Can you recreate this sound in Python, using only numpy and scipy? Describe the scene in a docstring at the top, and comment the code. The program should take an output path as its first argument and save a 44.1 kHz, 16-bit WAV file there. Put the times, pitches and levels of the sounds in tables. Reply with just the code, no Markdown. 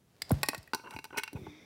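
"""Fingerboard flick onto a ledge

Close microphone in a quiet carpeted room: a fingerboard is popped, clacks onto a small hollow ledge
and rattles off. The ledge is then grabbed, scraped, set down and pushed along the carpet.
Board and ledge are noise cracks with damped modes; rubbing is noise and random slips.
Blows to the floor send a bending wave whose treble arrives first, and leave the floor booming."""
import sys
import numpy as np
from scipy import signal
from scipy.fft import rfft, irfft, next_fast_len
from scipy.io import wavfile

SR = 44100
rng = np.random.default_rng(int(sys.argv[2]) if len(sys.argv) > 2 else 0)


def to_wav(sig):
    """Store sig (one row per channel, or 1-D mono) as 16-bit WAV at the path in sys.argv[1].

    Samples outside -1..1 are clipped; the rate is SR.
    """
    pcm = np.clip(np.atleast_2d(sig), -1, 1) * 32767
    pcm = np.round(pcm).astype(np.int16)
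    wavfile.write(sys.argv[1], SR, pcm.T)  # frames by channels


N = 72765
T = np.arange(N) / SR  # time [s]


def amp(db):
    """Gain of a level in dB."""
    return 10 ** (np.asarray(db) / 20)


def unit(x):
    """x at rms 1."""
    return x / np.sqrt(np.mean(x ** 2) + 1e-20)


def along(points, hz):
    """Read (frequency [Hz], value) points on a log frequency axis."""
    f, value = np.transpose(points)
    return np.interp(np.log(hz + 1), np.log(f + 1), value)


def levels(rows):
    """Gain per sample for each dB column, fading away outside the curve."""
    s, *columns = np.transpose(rows)
    outside_s = np.abs(T - np.clip(T, s[0], s[-1]))
    fade = np.exp(-outside_s / .005)
    return [fade * amp(np.interp(T, s, db)) for db in columns]


def coloured(x, points):
    """x through a causal minimum-phase filter with the (frequency [Hz], level [dB]) shape."""
    m = 2 * next_fast_len(len(x))
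    gain = amp(along(points, np.fft.rfftfreq(m, 1 / SR)))
    cepstrum = irfft(np.log(gain))
    cepstrum[1:m // 2] *= 2  # folding the cepstrum makes the filter causal
    cepstrum[m // 2 + 1:] = 0
    return irfft(rfft(x, m) * np.exp(rfft(cepstrum)))[:len(x)]


def noise(points):
    """Coloured noise of rms 1."""
    return unit(coloured(rng.standard_normal(N), points))


def random_slips(count, per_s):
    """Impulses of random size at random instants, per_s of them a second on average."""
    return (rng.random(count) < per_s / SR) * rng.standard_normal(count)


def ring(modes, t, scatter_db=2):
    """Damped modes, each a little different in level and sign at every blow."""
    total = np.zeros(len(t))
    for hz, db, t60 in modes:
        decay = amp(db + scatter_db * rng.normal() - 60 * t / t60)
        total += decay * np.sin(2 * np.pi * hz * t) * rng.choice([-1, 1])
    return total


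def add(out, s, x):
    """Mix x into out at time s."""
    i = round(s * SR)
    out[i:i + len(x)] += x[:N - i]


# Still air of the room: (frequency [Hz], relative level [dB])
AIR_COLOUR = [(25, -24.5), (110, -10.5), (220, -16.5), (1200, -33), (15000, -42.5)]
AIR_DB = -68  # rms at the microphone, ahead of its band limits


def room_air():
    """The steady background of the quiet room is coloured noise."""
    return amp(AIR_DB) * noise(AIR_COLOUR)


# Reverberation of the furnished room: (frequency [Hz], decay time t60 [s])
ROOM_T60 = [(150, 0.33), (5000, 0.4), (15000, 0.13)]
ROOM_DB = -19.5  # room answer against the close sound


def room(x):
    """The short answer of a furnished room: noise that dies at its own rate in each band."""
    hz, t, z = signal.stft(rng.standard_normal(SR // 2), SR, nperseg=256)
    decay = amp(-60 * t / along(ROOM_T60, hz)[:, None])
    tail = signal.istft(z * decay, SR, nperseg=256)[1]
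    tail_t = np.arange(len(tail)) / SR
    tail = tail * (1 - np.exp(-(tail_t / 0.0078) ** 2))  # the room answers a little late
    return signal.fftconvolve(x, tail / np.linalg.norm(tail))[:N]


# Wheels and sleeve close by: (time [s], level [dB])
ROLL_LEVEL = [(.08, -78.5), (.26, -61.5), (.33, -51.5), (.52, -60), (.72, -69.5)]
# Their colour: (frequency [Hz], relative level [dB])
ROLL_COLOUR = [(650, 2), (1200, -5.5), (1900, -6), (3200, -9), (4600, -9), (6400, -14.5), (15000, -21)]


def roll():
    """Wheels and sleeve rustle as smooth noise, with tiny rattles made of random impulses."""
    rattles = unit(coloured(random_slips(N, 400), ROLL_COLOUR))
    return levels(ROLL_LEVEL)[0] * unit(noise(ROLL_COLOUR) + amp(-2.0) * rattles)


# The push along the carpet: (time [s], hiss level [dB], rumble level [dB])
SLIDE_LEVEL = [(1.32, -88, -69), (1.36, -67, -50.5), (1.49, -58.5, -57), (1.55, -59, -63.5),
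               (1.65, -61.5, -61)]
# Colour of the rubbed pile: (frequency [Hz], relative level [dB])
CARPET_HISS = [(500, -3.5), (1800, -5.5), (2150, 7.5), (2450, 3.5), (2900, -16.5), (3600, 6.5), (4000, -14),
               (5900, -5), (6400, -17), (15000, -39)]
# Colour of the low rumble: (frequency [Hz], relative level [dB])
CARPET_RUMBLE = [(50, -22), (150, 0), (380, -1), (520, -8.5), (1900, -35)]
# Stick-slip hum of the sliding ledge: (time [s], frequency [Hz], rms level [dB])
HUM = [(1.373, 410, -48), (1.409, 362.6, -58), (1.504, 291, -53), (1.6, 320.5, -62.5)]


def slide():
    """Carpet pile hisses and rumbles under the ledge, which hums as it sticks and slips."""
    hiss_gain, rumble_gain = levels(SLIDE_LEVEL)
    s, hz, db = np.transpose(HUM)
    hum_gain = levels(np.transpose([s, db]))[0] * np.sqrt(2)
    cycles = np.cumsum(np.interp(T, s, hz)) / SR
    hum = hum_gain * np.sin(2 * np.pi * cycles)
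    return hiss_gain * noise(CARPET_HISS) + rumble_gain * noise(CARPET_RUMBLE) + hum


# Blows on the floor: (time [s], level [dB], softness corner [Hz],
# spread of the wave [s root Hz], which grows with distance)
THUMPS = [(.2, -53.5, 148, .36), (0.2951, -17.5, 694, 0.37), (0.552, -43, 201, 0.39),
          (0.9212, -44, 99, .36), (1.339, -30, 225, .21), (1.405, -41, 150, .21), (1.464, -42.5, 200, .21)]
# Colour of the bending wave: (frequency [Hz], relative level [dB])
FLOOR_WAVE = [(25, -48), (50, -7.5), (100, 3), (210, -3), (420, -13.5), (700, -13), (1000, -19.5),
              (1500, -63)]
# Floor modes: (frequency [Hz], level against the thump [dB], decay time t60 [s])
FLOOR_MODES = [(140.2, -14, 0.37), (207.4, -21.5, 0.16)]
BOOM_DELAY_S = 0.0403
JOIST_SHARE, JOIST_S, JOIST_HZ = .8, .006, 400  # scatter by joists: strength, decay [s], corner [Hz]


def floor_thumps():
    """Bending waves run through the floor, late by spread over root frequency; its modes boom on."""
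    out, t = np.zeros(N), T[:SR // 2]
    m = 2 * len(t)
    hz = np.fft.rfftfreq(m, 1 / SR)
    for s, db, soft_hz, spread in THUMPS:
        gain = amp(along(FLOOR_WAVE, hz)) / np.sqrt(1 + (hz / soft_hz) ** 4)
        # joists scatter the short waves
        echoes = rng.standard_normal(len(t)) * np.exp(-t / JOIST_S)
        scatter = rfft(echoes / np.linalg.norm(echoes), m) * hz ** 2 / (hz ** 2 + JOIST_HZ ** 2)
        gain = gain * (1 + JOIST_SHARE * scatter)
        # this phase delays each frequency by spread / sqrt(hz)
        wave = irfft(gain * np.exp(-2j * np.pi * 2 * spread * np.sqrt(hz)))[:len(t)]
        add(out, s, amp(db) * wave / np.abs(wave).max())
        swell = 1 - np.exp(-t / 0.007)
        add(out, s + BOOM_DELAY_S, amp(db) * ring(FLOOR_MODES, t, scatter_db=3) * swell)
    return out


# Hard rubbing on the ledge: (time [s], treble level [dB])
SCRAPE_LEVEL = [(.76, -64), (.87, -72.5), (.95, -61.5), (1.02, -74.5), (1.168, -73), (1.176, -39.5),
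                (1.186, -36), (1.205, -70), (1.3, -80)]
# Colour of its grit: (frequency [Hz], relative level [dB])
SCRAPE_GRIT = [(2500, -56), (5900, 11.5), (6500, -3), (8300, 2), (15000, -5)]
SLIPS_PER_S = 2900  # for the scrape and the scuffs


def scrape():
    """Hard rubbing on the ledge adds a gritty treble of random slips and noise."""
    grit = unit(coloured(random_slips(N, SLIPS_PER_S), SCRAPE_GRIT))
    return levels(SCRAPE_LEVEL)[0] * unit(grit + noise(SCRAPE_GRIT))


# Modes of the hollow ledge: (frequency [Hz], relative level [dB], decay time t60 [s])
LEDGE_MODES = [(290, -5, .04), (410, -8, .055), (884, 2, .047), (1000, -6, .05), (1505, 1, .04),
               (2205, -4, .045), (2530, -5, .04), (2745, -3, .05), (4000, -5, .04), (4700, -5, .035),
               (5900, -8, .055)]
# The ledge scuffing and bumping as it is handled: (time [s], length [s], level [dB], brightness [Hz])
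SCUFFS = [(0.795, 0.0055, -50.5, 1310), (0.836, 0.077, -51.5, 890), (0.87, 0.01, -50, 1190),
          (0.915, 0.019, -52, 755), (0.928, 0.026, -49, 1600), (1.105, 0.0046, -50.5, 890),
          (1.127, 0.0073, -47, 730), (1.139, 0.011, -45, 830), (1.15, 0.026, -56.5, 2900),
          (1.161, 0.017, -43.5, 1030), (1.1754, 0.014, -34, 2750), (1.201, 0.016, -61, 1730),
          (1.353, 0.015, -51, 445), (1.365, 0.014, -50.5, 740), (1.4654, 0.0073, -43.5, 254)]
# Colour of the dry rub: (frequency [Hz], relative level [dB])
SCUFF_COLOUR = [(130, 4.5), (400, 5), (620, -9), (950, 0), (1900, -15.5), (2850, -6), (3400, -14),
                (12000, -43)]
SCUFF_RING_DB, SCUFF_OCTAVES = -1, 1.33  # ring over the dry rub; width of a scuff's colour [octaves]
SCUFF_TOP_HZ = 3300
BLOW_S = .01  # span over which a blow's attack level is taken


def scuffs():
    """Each scuff is a short run of slips ringing the ledge with its own mode mix, dull or bright."""
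    out, t = np.zeros(N), T[:SR // 5]
    hz = np.geomspace(30, SR / 2, 60)
    for s, length, db, bright_hz in SCUFFS:
        slips = random_slips(len(t), SLIPS_PER_S) * np.exp(-(t / length) ** 4)
        rung = signal.fftconvolve(slips, ring(LEDGE_MODES, t, scatter_db=4))[:len(t)]
        rub = unit(coloured(slips, SCUFF_COLOUR)) + amp(SCUFF_RING_DB) * unit(rung)
        around_bright = 1 / (1 + (np.log2(hz / bright_hz) / SCUFF_OCTAVES) ** 2)
        gain = around_bright / np.sqrt(1 + (hz / SCUFF_TOP_HZ) ** 8)
        rub = coloured(rub, np.transpose([hz, 20 * np.log10(gain)]))
        loudness = np.sqrt(np.mean(rub[t < length + BLOW_S / 2] ** 2))
        add(out, s, amp(db) * rub / loudness)
    return out


# Edges of the bands in which a hard blow is levelled: [Hz]
BAND_HZ = [150, 600, 1300, 3200, 7000, 16000]


def voiced(x, band_db):
    """Colour a blow so that its attack comes close to the given level in each band."""
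    centres = np.sqrt(np.multiply(BAND_HZ[1:], BAND_HZ[:-1]))
    size = 2048
    for _ in range(2):  # the second pass refines the first
        spectrum = rfft(x[:round(BLOW_S * SR)], size)
        power = np.abs(spectrum) ** 2 * 2 / size / (BLOW_S * SR)
        now = np.histogram(np.fft.rfftfreq(size, 1 / SR), BAND_HZ, weights=power)[0]
        x = coloured(x, list(zip(centres, band_db - 10 * np.log10(now))))
    return x


TICK_T60 = 0.014  # decay of the first instant of contact [s]
FAVOUR_DB, FAVOUR_WIDTH = 7, 0.26  # lift of the favoured modes; its width as a share of the pitch
SMALL_BODY_HZ = 127  # the board and ledge radiate little below this


def clacks(hits, modes, crack, crack_db, crack_t60, tick_db=-np.inf):
    """Each is a crack, sharper with a tick, and a ring that leans to the modes near a favoured pitch."""
    out, t = np.zeros(N), T[:SR // 5]
    for s, favoured_hz, *band_db in hits:
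        force = amp(-60 * t / crack_t60) + amp(tick_db - 60 * t / TICK_T60)
        burst = unit(coloured(rng.standard_normal(len(t)), crack)) * amp(crack_db) * force
        struck = []
        for hz, db, t60 in modes:
            nearness = np.exp(-(np.log(hz / favoured_hz) / FAVOUR_WIDTH) ** 2)
            struck.append((hz, db + FAVOUR_DB * nearness, t60))
        add(out, s, voiced(ring(struck, t) + burst, np.array(band_db)))
    small_body = signal.butter(2, SMALL_BODY_HZ, "high", fs=SR, output="sos")
    return signal.sosfilt(small_body, out)


# Knocks on the ledge: (time [s], frequency the contact point favours [Hz],
# then level [dB] in each band of BAND_HZ, ahead of the small-body cut)
LEDGE_HITS = [(.7343, 1505, -38.5, -32, -34, -38.5, -50.5), (.747, 1505, -40.5, -37, -41.5, -36, -41),
              (.908, 2700, -62, -52, -51, -55.5, -57), (.9635, 2640, -44.5, -44.5, -44.5, -54.5, -63.5),
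              (.9885, 2700, -51.5, -49.5, -44.5, -52, -61), (1.0425, 2950, -59, -51.5, -48.5, -50.5, -51),
              (1.052, 2205, -60, -49.5, -54.5, -54.5, -61), (1.1735, 2780, -45, -47, -43.5, -44, -50.5),
              (1.1805, 2660, -43.5, -42, -35, -56.5, -42), (1.1955, 1505, -55.5, -49, -39.5, -49, -55),
              (1.2345, 2205, -68, -46, -36.5, -42.5, -44.5), (1.2777, 2650, -68, -51.5, -43, -52.5, -61),
              (1.3305, 290, -44.5, -58.5, -62, -60, -56.5)]
# Contact noise of the ledge: (frequency [Hz], relative level [dB])
LEDGE_CRACK = [(70, -21), (190, 13.5), (350, 10), (600, -8), (2600, 10), (3300, -3.5), (4100, 5.5),
               (5900, 0), (6400, -9.5), (8300, -1.5), (15000, -7.5)]


def ledge_knocks():
    """The hollow ledge is knocked: a short crack, then its modes ring."""
    return clacks(LEDGE_HITS, LEDGE_MODES, LEDGE_CRACK, crack_db=8, crack_t60=0.025)


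# Contact noise of the board, also used for the light ticks: (frequency [Hz], relative level [dB])
BOARD_CRACK = [(150, -12), (600, -6), (1500, -4.5), (3200, -4), (4600, 13), (5700, 5), (6300, -10),
               (7300, 5.5), (11000, 0), (15000, -3)]
# Light bright ticks: the floor strike heard through the air, small board contacts, a ledge scuff:
# (time [s], level [dB])
LIGHT_TICKS = [(0.2938, -41), (0.4603, -42), (.579, -43), (.629, -53.5), (.938, -56)]
LIGHT_TICK_T60 = 0.029  # [s]


def light_ticks():
    """Floor strike through the air, small board contacts and a ledge scuff: bright decaying noise."""
    out, t = np.zeros(N), T[:SR // 10]
    for s, db in LIGHT_TICKS:
        tick = unit(coloured(rng.standard_normal(len(t)), BOARD_CRACK))
        add(out, s, amp(db - 60 * t / LIGHT_TICK_T60) * tick)
    return out


BOARD_CRACK_DB, BOARD_CRACK_T60, BOARD_TICK_DB = 17, 0.027, 1  # crack against the ring, [s], tick over crack
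# The deck's pop, then the two rough cracks at the attack of the loud floor thump:
# (time [s], favoured frequency [Hz], then level [dB] in each band of BAND_HZ, ahead of the small-body cut)
POP_AND_CRACKS = [(.2198, 5400, -57, -54, -39.5, -35.5, -41.5), (.3075, 1500, -36, -42, -45.5, -48, -60),
                  (.3158, 1800, -49, -42, -45.5, -56.5, -38.5)]
# Short modes in the pop and the cracks: (frequency [Hz], relative level [dB], decay time t60 [s])
POP_MODES = [(2160, 5, 0.014), (4130, -14, 0.012), (4820, 13, 0.022)]


def pop_and_cracks():
    """The deck's pop, then two rough cracks at the loud thump's attack: tick, crack and very short ring."""
    return clacks(POP_AND_CRACKS, POP_MODES, BOARD_CRACK, BOARD_CRACK_DB, BOARD_CRACK_T60, BOARD_TICK_DB)


# Wheels and trucks landing on the ledge: (time [s], frequency the contact point favours [Hz],
# then level [dB] in each band of BAND_HZ, ahead of the small-body cut)
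BOARD_HITS = [(.432, 1480, -41.5, -33.5, -30, -32.5, -33), (.4864, 1900, -34.5, -35.5, -31.5, -32, -32),
              (.5005, 1900, -72, -74, -49, -63, -66), (.5328, 1050, -51.5, -39.5, -45, -66, -58),
              (.5468, 1910, -47.5, -46.5, -40, -47, -47.5), (.6755, 1900, -78, -79, -54.5, -91, -66)]
# Modes of the board: (frequency [Hz], relative level [dB], decay time t60 [s])
BOARD_MODES = [(598, -2, .025), (863, -7, .05), (1110, -9, .06), (1500, 2, .022), (1865, -7, .085),
               (1915, -6, .05), (2520, 3, .05), (2640, 3, .04), (4050, 3, .05), (4650, 7, .038)]


def board_landings():
    """Wheels and trucks clack onto the ledge: tick, crack and the board's modes."""
    return clacks(BOARD_HITS, BOARD_MODES, BOARD_CRACK, BOARD_CRACK_DB, BOARD_CRACK_T60, BOARD_TICK_DB)


def scene():
    """Board, ledge and floor close to the microphone, in the quiet room."""
    handling = scrape() + scuffs()
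    near = floor_thumps() + handling + ledge_knocks() + light_ticks() + pop_and_cracks() + board_landings()
    background = room_air() + roll() + slide()
    return (near + amp(ROOM_DB) * room(near) + background)[None]


TOP_HZ = 15850  # upper band limit of the microphone


def record(dry):
    """The microphone loses the deep bass and keeps almost nothing above its band limit."""
    m = next_fast_len(N + SR // 2)
    thin = signal.sosfilt(signal.butter(2, 45, "high", fs=SR, output="sos"), dry)
    steep_cut = np.sqrt(1 + (np.fft.rfftfreq(m, 1 / SR) / TOP_HZ) ** 160)
    return irfft(rfft(thin, m) / steep_cut, m)[:, :N]


dry = scene()
out = record(dry)
to_wav(out)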